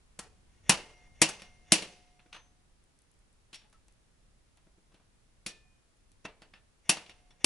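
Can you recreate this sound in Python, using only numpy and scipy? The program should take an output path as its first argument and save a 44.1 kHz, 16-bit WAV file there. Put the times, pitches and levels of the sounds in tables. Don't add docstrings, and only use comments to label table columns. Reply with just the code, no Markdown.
import sys
import numpy as np
from scipy import signal
from scipy.fft import rfft, irfft, next_fast_len
from scipy.io import wavfile
from scipy.ndimage import map_coordinates

SR = 44100
rng = np.random.default_rng(int(sys.argv[2]) if len(sys.argv) > 2 else 0)


def output_pcm(signal):
    pcm = np.clip(np.atleast_2d(signal).T, -1, 1) * 32767
    wavfile.write(sys.argv[1], SR, np.round(pcm).astype(np.int16))


def boost_factor(decibels):
    exponent = np.asarray(decibels, float) / 20
    return 10 ** exponent


N = 328545

# (frequency [Hz], level [dB], t60 [s])
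STEEL_MODES = [(886.5, -13.5, 0.088), (1858.9, -10, 0.03), (2554.2, -8, .06), (2700, -7, 0.092),
               (2886.1, -8, 0.12), (3560, -11, 0.025), (4406, -9, 0.068), (4660, -10.5, 0.052),
               (5202, -12, 0.091), (5727, -4, 0.093), (6880, -9.5, .05), (7770, -13, .06),
               (9102, -10.5, 0.022), (9688.1, -9, 0.049), (10259, -11.5, 0.045), (10744, -11, .05)]


def hammer():
    # (time [s], peak [dB], extra thud [dB], extra middle [dB], freedom of the rod [dB])
    blows = [
        (.6950, -9, 3.5, 4.5, 0.2521),
        (1.2174, -8, 0.22, 0.155, -1.3104),
        (1.7210, -6, 2.5, -4.5, -6),
        (6.8937, -12.5, -0.8659, -0.02, -4),
        (7.4444, -13, -2, -6, -4),
    ]
    # (frequency [Hz], level [dB per Hz])
    clack = [(40, -26.5), (100, -10.5), (170, 2), (250, -4.5), (600, 0), (900, -3), (1300, -10),
             (2800, -6.5), (3500, -12.5), (5500, -8), (10500, -5), (12000, -7.5)]
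    # (frequency [Hz], level [dB], t60 [s])
    rod_modes = [(573.2, -49.5, 0.71), (1158.5, -56, .6), (1770, -54, .5), (2468.3, -51.5, .5),
                 (2725, -55.5, .6), (3500, -56.5, 0.48), (4200, -58, 0.56), (5574, -54.5, .5),
                 (6190, -57, 0.84), (8830, -62, 0.68), (9000, -61.5, 1.1), (9900, -58, 0.76),
                 (10085, -63, 1.4), (10460, -61.5, 0.61024), (10792, -62, .5)]
    # (frequency [Hz], level under the blow [dB], t60 [s], share of the freedom)
    long_modes = [(722.48, -56.5, 2.8, -.1), (2121, -50.5, 2.2, .9), (5775, -63, 2.5, .3)]
    held_db = 6
    out, t = np.zeros((2, N)), np.arange(SR // 2) / SR
    for s, db, thud_db, middle_db, free_db in blows:
        blow = contact(thud_db - 17.5, middle_db - 16, top_db=-5.5, t60=.055, spectrum=clack, steel_db=-13.5,
                       room_db=-11.5, crack_db=-5, rise=.002, size=24576)
        add(out, s - .0014, boost_factor(db + 2.5) * blow)
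        rod = sum(ringing([mode], t, scatter_db=1.5) * wobble(40, size=len(t)) for mode in rod_modes)
        add(out, s, boost_factor(db - 0.5) * ports(rod * np.clip(4 - 8 * t, 0, 1)))
        for hz, under_db, t60, share in long_modes:
            freedom_db = share * free_db
            add(out, s, lasting(s, hz, db + under_db + freedom_db, t60 * 2 ** (freedom_db / held_db)))
    return out


def rebounds():
    # (time [s], peak [dB], bench thud [dB], middle [dB], top [dB])
    bounces = [
        (.772, -39, -14, -8, -9),
        (1.2889, -34, -12, -6, 2.5),
        (1.3958, -46, -25, -13.5, -15),
        (1.4187, -41.5, -17.5, -11.5, -9),
        (1.8217, -31, -16, -15.5, -10.5),
        (6.9694, -37, -16, -8, -11),
        (7.061, -48, -19.5, -17, -20),
        (7.0938, -42.5, -19.5, -13, -16.5),
    ]
    return light_contacts(bounces)


def slide():
    # (start [s], stop [s], level at
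    # the stop [dB])
    strokes = [
        (0.449, 0.591, -76),
        (0.626, 0.702, -58.5),
        (0.932, 1.065, -69.5),
        (1.124, 1.215, -66.5),
        (1.634, 1.719, -59.5),
        (6.242, 6.253, -46),
        (6.831, 6.881, -62.5),
        (7.375, 7.44, -63),
    ]
    # (frequency [Hz], width [Hz], level [dB])
    resonances = [(600.95, 300, -9), (1847.7, 90, 0.5), (2139.7, 120, -0.5), (2800, 200, -2),
                  (3500, 69, -3), (5741.1, 160, -3), (6734, 200, -10)]
    t, grit = np.arange(N) / SR, np.zeros(N)
    for start, stop, db in strokes:
        speed = np.clip((t - start) / (stop - start), 0, 1) ** .9
        grit += boost_factor(db) * speed * np.clip((stop + 0.013 - t) / 0.0091, 0, 1)
    rough = rng.standard_normal(N) * boost_factor(2.1 * wobble(90, size=N))

    def rod(hz):
        total = 0
        for k, (centre, width, db) in enumerate(resonances):
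            damping = 1j * hz * width
            total = total + (-1) ** k * boost_factor(db) * damping / (centre * centre - hz * hz + damping)
        return total

    resonant = boost_factor(15) * filtered(grit * unit(rough), rod)
    dull = 0.79 * filtered(grit * rough, lambda hz: 1 / (1 + (hz / 4000) ** 2))
    return ports(resonant + dull)


def knocks():
    return light_contacts([(0.1905, -39, -11, -3, 5), (2.1922, -55, -17, -8.5, -27),
                           (2.259, -61, -6, -6, -24), (2.3269, -39.5, -31, -12, -16),
                           (2.343, -42, -23, -5, -17), (2.362, -45, -25, -7, -17),
                           (3.529, -38.5, -26, -20.5, -14), (3.5438, -37.5, -38, -24, -8),
                           (3.615, -55.5, -20.5, -15, -19), (3.64, -62, -12, -5.5, -21.5),
                           (3.7269, -60.5, -16, -1.5, -2.5), (3.8816, -65, -9.5, -7, -8),
                           (4.5724, -65, -8, -4, -9), (4.6689, -73, 11, 1.5, -8), (4.7786, -76, 9, -3, -8),
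                           (4.9181, -67, -5.5, -1.2, -12), (4.9418, -56, -8, -9, -15.5),
                           (4.9974, -72, -4, 6, -11.5), (5.463, -29, -18, -17.5, -.6),
                           (6.1162, -67, -15.5, -19, -5.5), (6.2506, -37, -8, -4, -15.5),
                           (6.4189, -47.5, -10.5, -7, -12.5), (6.536, -46, -21, -8, -24),
                           (7.3051, -57, -22, -8, -15)])


def pliers_ringing():
    # (time [s], frequency [Hz], level [dB], t60 [s])
    rings = [(.191, 739.4, -75.5, 1.594), (.191, 1339, -50, 0.215), (.191, 1901, -52, 0.198),
             (.191, 2476, -63.5, 0.4115), (1.291, 6190, -57, 0.567), (1.418, 5560, -53, .11),
             (2.195, 4190, -69, .07), (2.328, 6205, -60.5, .75), (3.544, 5560, -51, .2),
             (3.545, 2600, -56, .13), (3.545, 7987, -58, .09), (3.64, 850, -67, .18),
             (3.742, 1307, -62, .14), (4.944, 3090, -67, .08), (5.464, 5612, -45, .15),
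             (5.464, 2461, -57, 0.7378), (5.464, 1766, -56, 0.4414), (5.65, 739, -73.5, 0.2891),
             (6.252, 2300, -69, .5), (6.252, 1996, -53, .12), (6.252, 5862, -61, .07),
             (6.419, 2006, -59, .09), (6.419, 4500, -65, .13), (6.537, 1770, -66, 0.293),
             (6.537, 2100, -59, .08), (6.537, 5180, -62, 0.0723), (7.094, 2800, -52, .1),
             (7.094, 5575, -59, .1), (7.305, 3450, -62, 0.079), (7.305, 5600, -64, .08)]
    out = np.zeros((2, N))
    for s, hz, db, t60 in rings:
        add(out, s, lasting(s, hz, db, t60))
    return out


def jaw_ticks():
    # (time [s], peak [dB])
    ticks = [(2.8396, -62.5), (2.9895, -58.5), (3.0196, -58), (3.0394, -70.5), (3.1149, -60),
             (3.1405, -69.5), (3.1902, -65), (3.3284, -64), (3.339, -70.5), (3.7001, -65), (3.7792, -70),
             (3.8824, -53), (3.9243, -64), (3.939, -66.5), (4.5723, -62.5), (4.9424, -65.5),
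             (5.8893, -68.5), (5.9695, -68), (6.1172, -56)]
    out, t = np.zeros((2, N)), np.arange(SR // 20) / SR
    for s, db in ticks:
        tick = boost_factor(db + 6.5 - 60 * t / 0.010947) * rng.standard_normal(len(t))
        add(out, s, ports(filtered(tick, lambda hz: 1 / (1 + (6000 / (hz + 1)) ** 4))))
    return out


def light_contacts(events):
    # (frequency [Hz], level [dB per Hz])
    tap = [(50, -34), (150, -3.5), (450, 4), (1200, -8.5), (2600, -7.5), (5000, -10), (11500, -9.5)]
    out = np.zeros((2, N))
    for s, db, thud_db, middle_db, top_db in events:
        chatter_s = .055 - .0001 * max(top_db, -18)
        knock = contact(thud_db, middle_db, top_db, chatter_s, tap, steel_db=-19, room_db=-8.5, crack_db=-9,
                        rise=.003, size=10240)
        add(out, s - .0018, boost_factor(db + 2.0) * knock)
    return out


def contact(thud_db, middle_db, top_db, t60, spectrum, steel_db, room_db, crack_db, rise, size):
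    # (frequency [Hz], level [dB], t60 [s])
    bench_modes = [(152.04, -6.5, 0.14), (179.86, 2.5, 0.085), (199.64, 0.5, 0.11), (290.6, -1, .1),
                   (317.72, -0.5, .12), (642, -6, .1)]
    t = np.arange(SR // 5) / SR
    rise = rise + .0001 * max(-top_db - 6, 0)
    swell = np.clip(t / rise, 0, 1) ** 4.5
    crack = boost_factor(crack_db - 60 * np.abs(t - rise) / .005)
    chatter = 0.67 * swell * boost_factor(-60 * t / max(t60, .004))
    uneven = boost_factor(4.2 * wobble(400, size=len(t)))
    pushes = (crack + chatter * uneven) * rng.standard_normal(len(t))
    pushes *= 1.3 * np.linalg.norm(crack + chatter) / np.linalg.norm(pushes)

    tilt = [(300, thud_db - 3.0), (1100, middle_db + 8.0), (3500, 0.0032), (8000, top_db), (11000, 0.93 * top_db)]
    colour = lambda hz: boost_factor(along(spectrum, hz) + 11.5 + along(tilt, hz))
    first = pushes[:400]
    steel = signal.fftconvolve(ringing(STEEL_MODES, t, scatter_db=3.5), first)[:len(t)]
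    steel = filtered(steel / np.linalg.norm(first), lambda hz: boost_factor(steel_db + along(tilt, hz)))
    bench = boost_factor(thud_db - 4) * np.clip(t / 0.0028, 0, 1) * ringing(bench_modes, t, scatter_db=3.5)

    room = filtered(garage(size), lambda hz: colour(hz) * metallic(hz, lift_db=3.0, width_hz=29))
    out = boost_factor(room_db) * room * boost_factor(1.5264 * wobble(70, size=size))
    add(out, 0, ports(filtered(pushes, colour) + steel + bench))
    return out


def metallic(hz, lift_db, width_hz):
    centre, db, _ = np.transpose(STEEL_MODES)[:, :, None]
    gain = boost_factor(lift_db + db + 3.5 * rng.standard_normal(db.shape))
    return 0.93 + (gain / (1 + ((hz - centre) / width_hz) ** 2)).sum(axis=0)


def lasting(s, hz, db, t60):
    grip_s = 2.5771
    t = np.arange(int(SR * min(t60, 1.2))) / SR
    waver_db = 2.4 * wobble(8, size=len(t))
    rough_db = .3 / t60 ** 0.7 * wobble(150, size=len(t))
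    fade = np.clip(t / .004, 0, 1) * np.clip(3 - 2.5 * t, 0, 1)
    if s < grip_s and hz > 1000:
        fade *= np.clip((grip_s - s - t) / 0.11, 0, 1)
    return ports(boost_factor(waver_db + rough_db) * fade * ringing([(hz, db, t60)], t, scatter_db=0))


def ringing(modes, t, scatter_db):
    hz, db, t60 = np.transpose(modes)[:, :, None]
    gain = boost_factor(db + scatter_db * rng.standard_normal(hz.shape) - 60 * t / t60)
    return (gain * np.sin(2 * np.pi * hz * t)).sum(axis=0) * (1 - np.exp(-t / 0.00048))


def ports(x):
    # (frequency [Hz], left-right [dB])
    lean = [(100, -0.786), (1000, -0.091), (3500, 1.4417), (6000, 2.5), (9000, 5.5), (11500, 8.5),
            (13000, 12)]
    # (frequency [Hz], left leads by [rad])
    lead = [(300, .02), (1300, .12), (4600, 0.2), (7300, 0.74), (9000, 0.4), (11000, 0.33)]
    half = lambda hz: boost_factor(along(lean, hz) / 2) * np.exp(.5j * along(lead, hz))
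    return filtered(x, lambda hz: np.array([half(hz), 1 / half(hz)]))


def garage(size):
    # (frequency [Hz], t60 [s])
    decay = [(100, .3), (260, 0.48), (700, 0.26), (1840, 0.22), (4850, .19), (11000, 0.11)]
    # (frequency [Hz], left-right likeness)
    echo_alike = [(100, 1), (1000, .9), (4000, 0.43), (11000, 0.59)]
    linger_db, linger_times = -25.5, 3.9
    hz, t, z = signal.stft(rng.standard_normal((2, size)), SR, nperseg=256)
    fall_db = -60 * t / along(decay, hz)[:, None]
    fall = boost_factor(fall_db) + boost_factor(linger_db + fall_db / linger_times)
    fade = np.clip(4 - 4 * t / t[-1], 0, 1)
    tail = signal.istft(z * fall * fade, SR, nperseg=256)[1][:, :size]
    return paired(tail * np.clip(np.arange(size) / SR / 0.0047, 0, 1), echo_alike)


def paired(two, alike):
    turn = lambda hz: np.arccos(np.clip(along(alike, hz), -1, 1)) / 2
    mid, side = filtered(two, lambda hz: np.array([np.cos(turn(hz)), np.sin(turn(hz))]))
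    return np.array([mid + side, mid - side])


def wobble(rate, size):
    knots = rng.standard_normal(size // 50 + 4)
    return map_coordinates(knots, [np.arange(size) * rate / SR])


def unit(x):
    return x / np.sqrt(np.mean(x ** 2) + 1e-20)


def along(points, hz):
    f, v = np.transpose(points)
    return np.interp(np.log(hz + 1), np.log(f + 1), v)


def filtered(x, response):
    m = next_fast_len(x.shape[-1] + 2048)
    return irfft(rfft(x, m) * response(np.fft.rfftfreq(m, 1 / SR)), m)[..., :x.shape[-1]]


def add(track, s, sound):
    start = round(s * SR)
    part = track[..., start:start + sound.shape[-1]]
    part += sound[..., :part.shape[-1]]


def bench_sway():
    ends_s, settle_s = 1.8, 0.58
    return 5 * np.clip((ends_s - np.arange(N) / SR) / settle_s + 1, 0, 1)


def rumble(sway_db):
    # (frequency [Hz], level [dB per Hz])
    tone = [(12, -6.5), (30, 1.5), (60, -5), (120, -11.5), (250, -20.5), (600, -36), (2000, -70)]
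    low = filtered(rng.standard_normal((2, N)), lambda hz: boost_factor(along(tone, hz)))
    level_db = -71 + sway_db + 3 + 1.8 * wobble(7, size=N)
    return boost_factor(level_db) * unit(paired(low, [(30, 0.91), (200, 0.28)]))


def hiss(sway_db):
    # (frequency [Hz], level [dB per Hz])
    tone = [(20, -15.5), (100, -16.5), (300, -22), (700, -26.5), (1500, -29), (4000, -33), (11400, -35.5)]
    # (frequency [Hz], left-right likeness)
    hiss_alike = [(60, 0.3), (170, 0.23), (490, 0.23), (1420, 0.02), (4080, 0.05), (11700, 0.098)]
    white = filtered(rng.standard_normal((2, N)), lambda hz: boost_factor(along(tone, hz)))
    return boost_factor(-74.5 + 4.8 + .3 * sway_db) * unit(paired(white, hiss_alike))


def scene():
    sway_db = bench_sway()
    tool = hammer() + rebounds() + slide()
    pliers = knocks() + pliers_ringing() + jaw_ticks()
    return tool + pliers + rumble(sway_db) + hiss(sway_db)


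def band_limit(x):
    return signal.sosfilt(signal.butter(12, 12320, fs=SR, output="sos"), x)


def record(dry):
    top_hz = 11191
    soft = dry / (1 + np.abs(dry / .8) ** 4) ** (1 / 4)
    edge = lambda hz: (1 + np.tanh((hz - top_hz) / 70)) / 2
    band = filtered(soft, lambda hz: boost_factor(edge(hz) * (-27.5 - (hz - top_hz) / 130)))
    return band_limit(band)


dry = scene()
out = record(dry)
output_pcm(out)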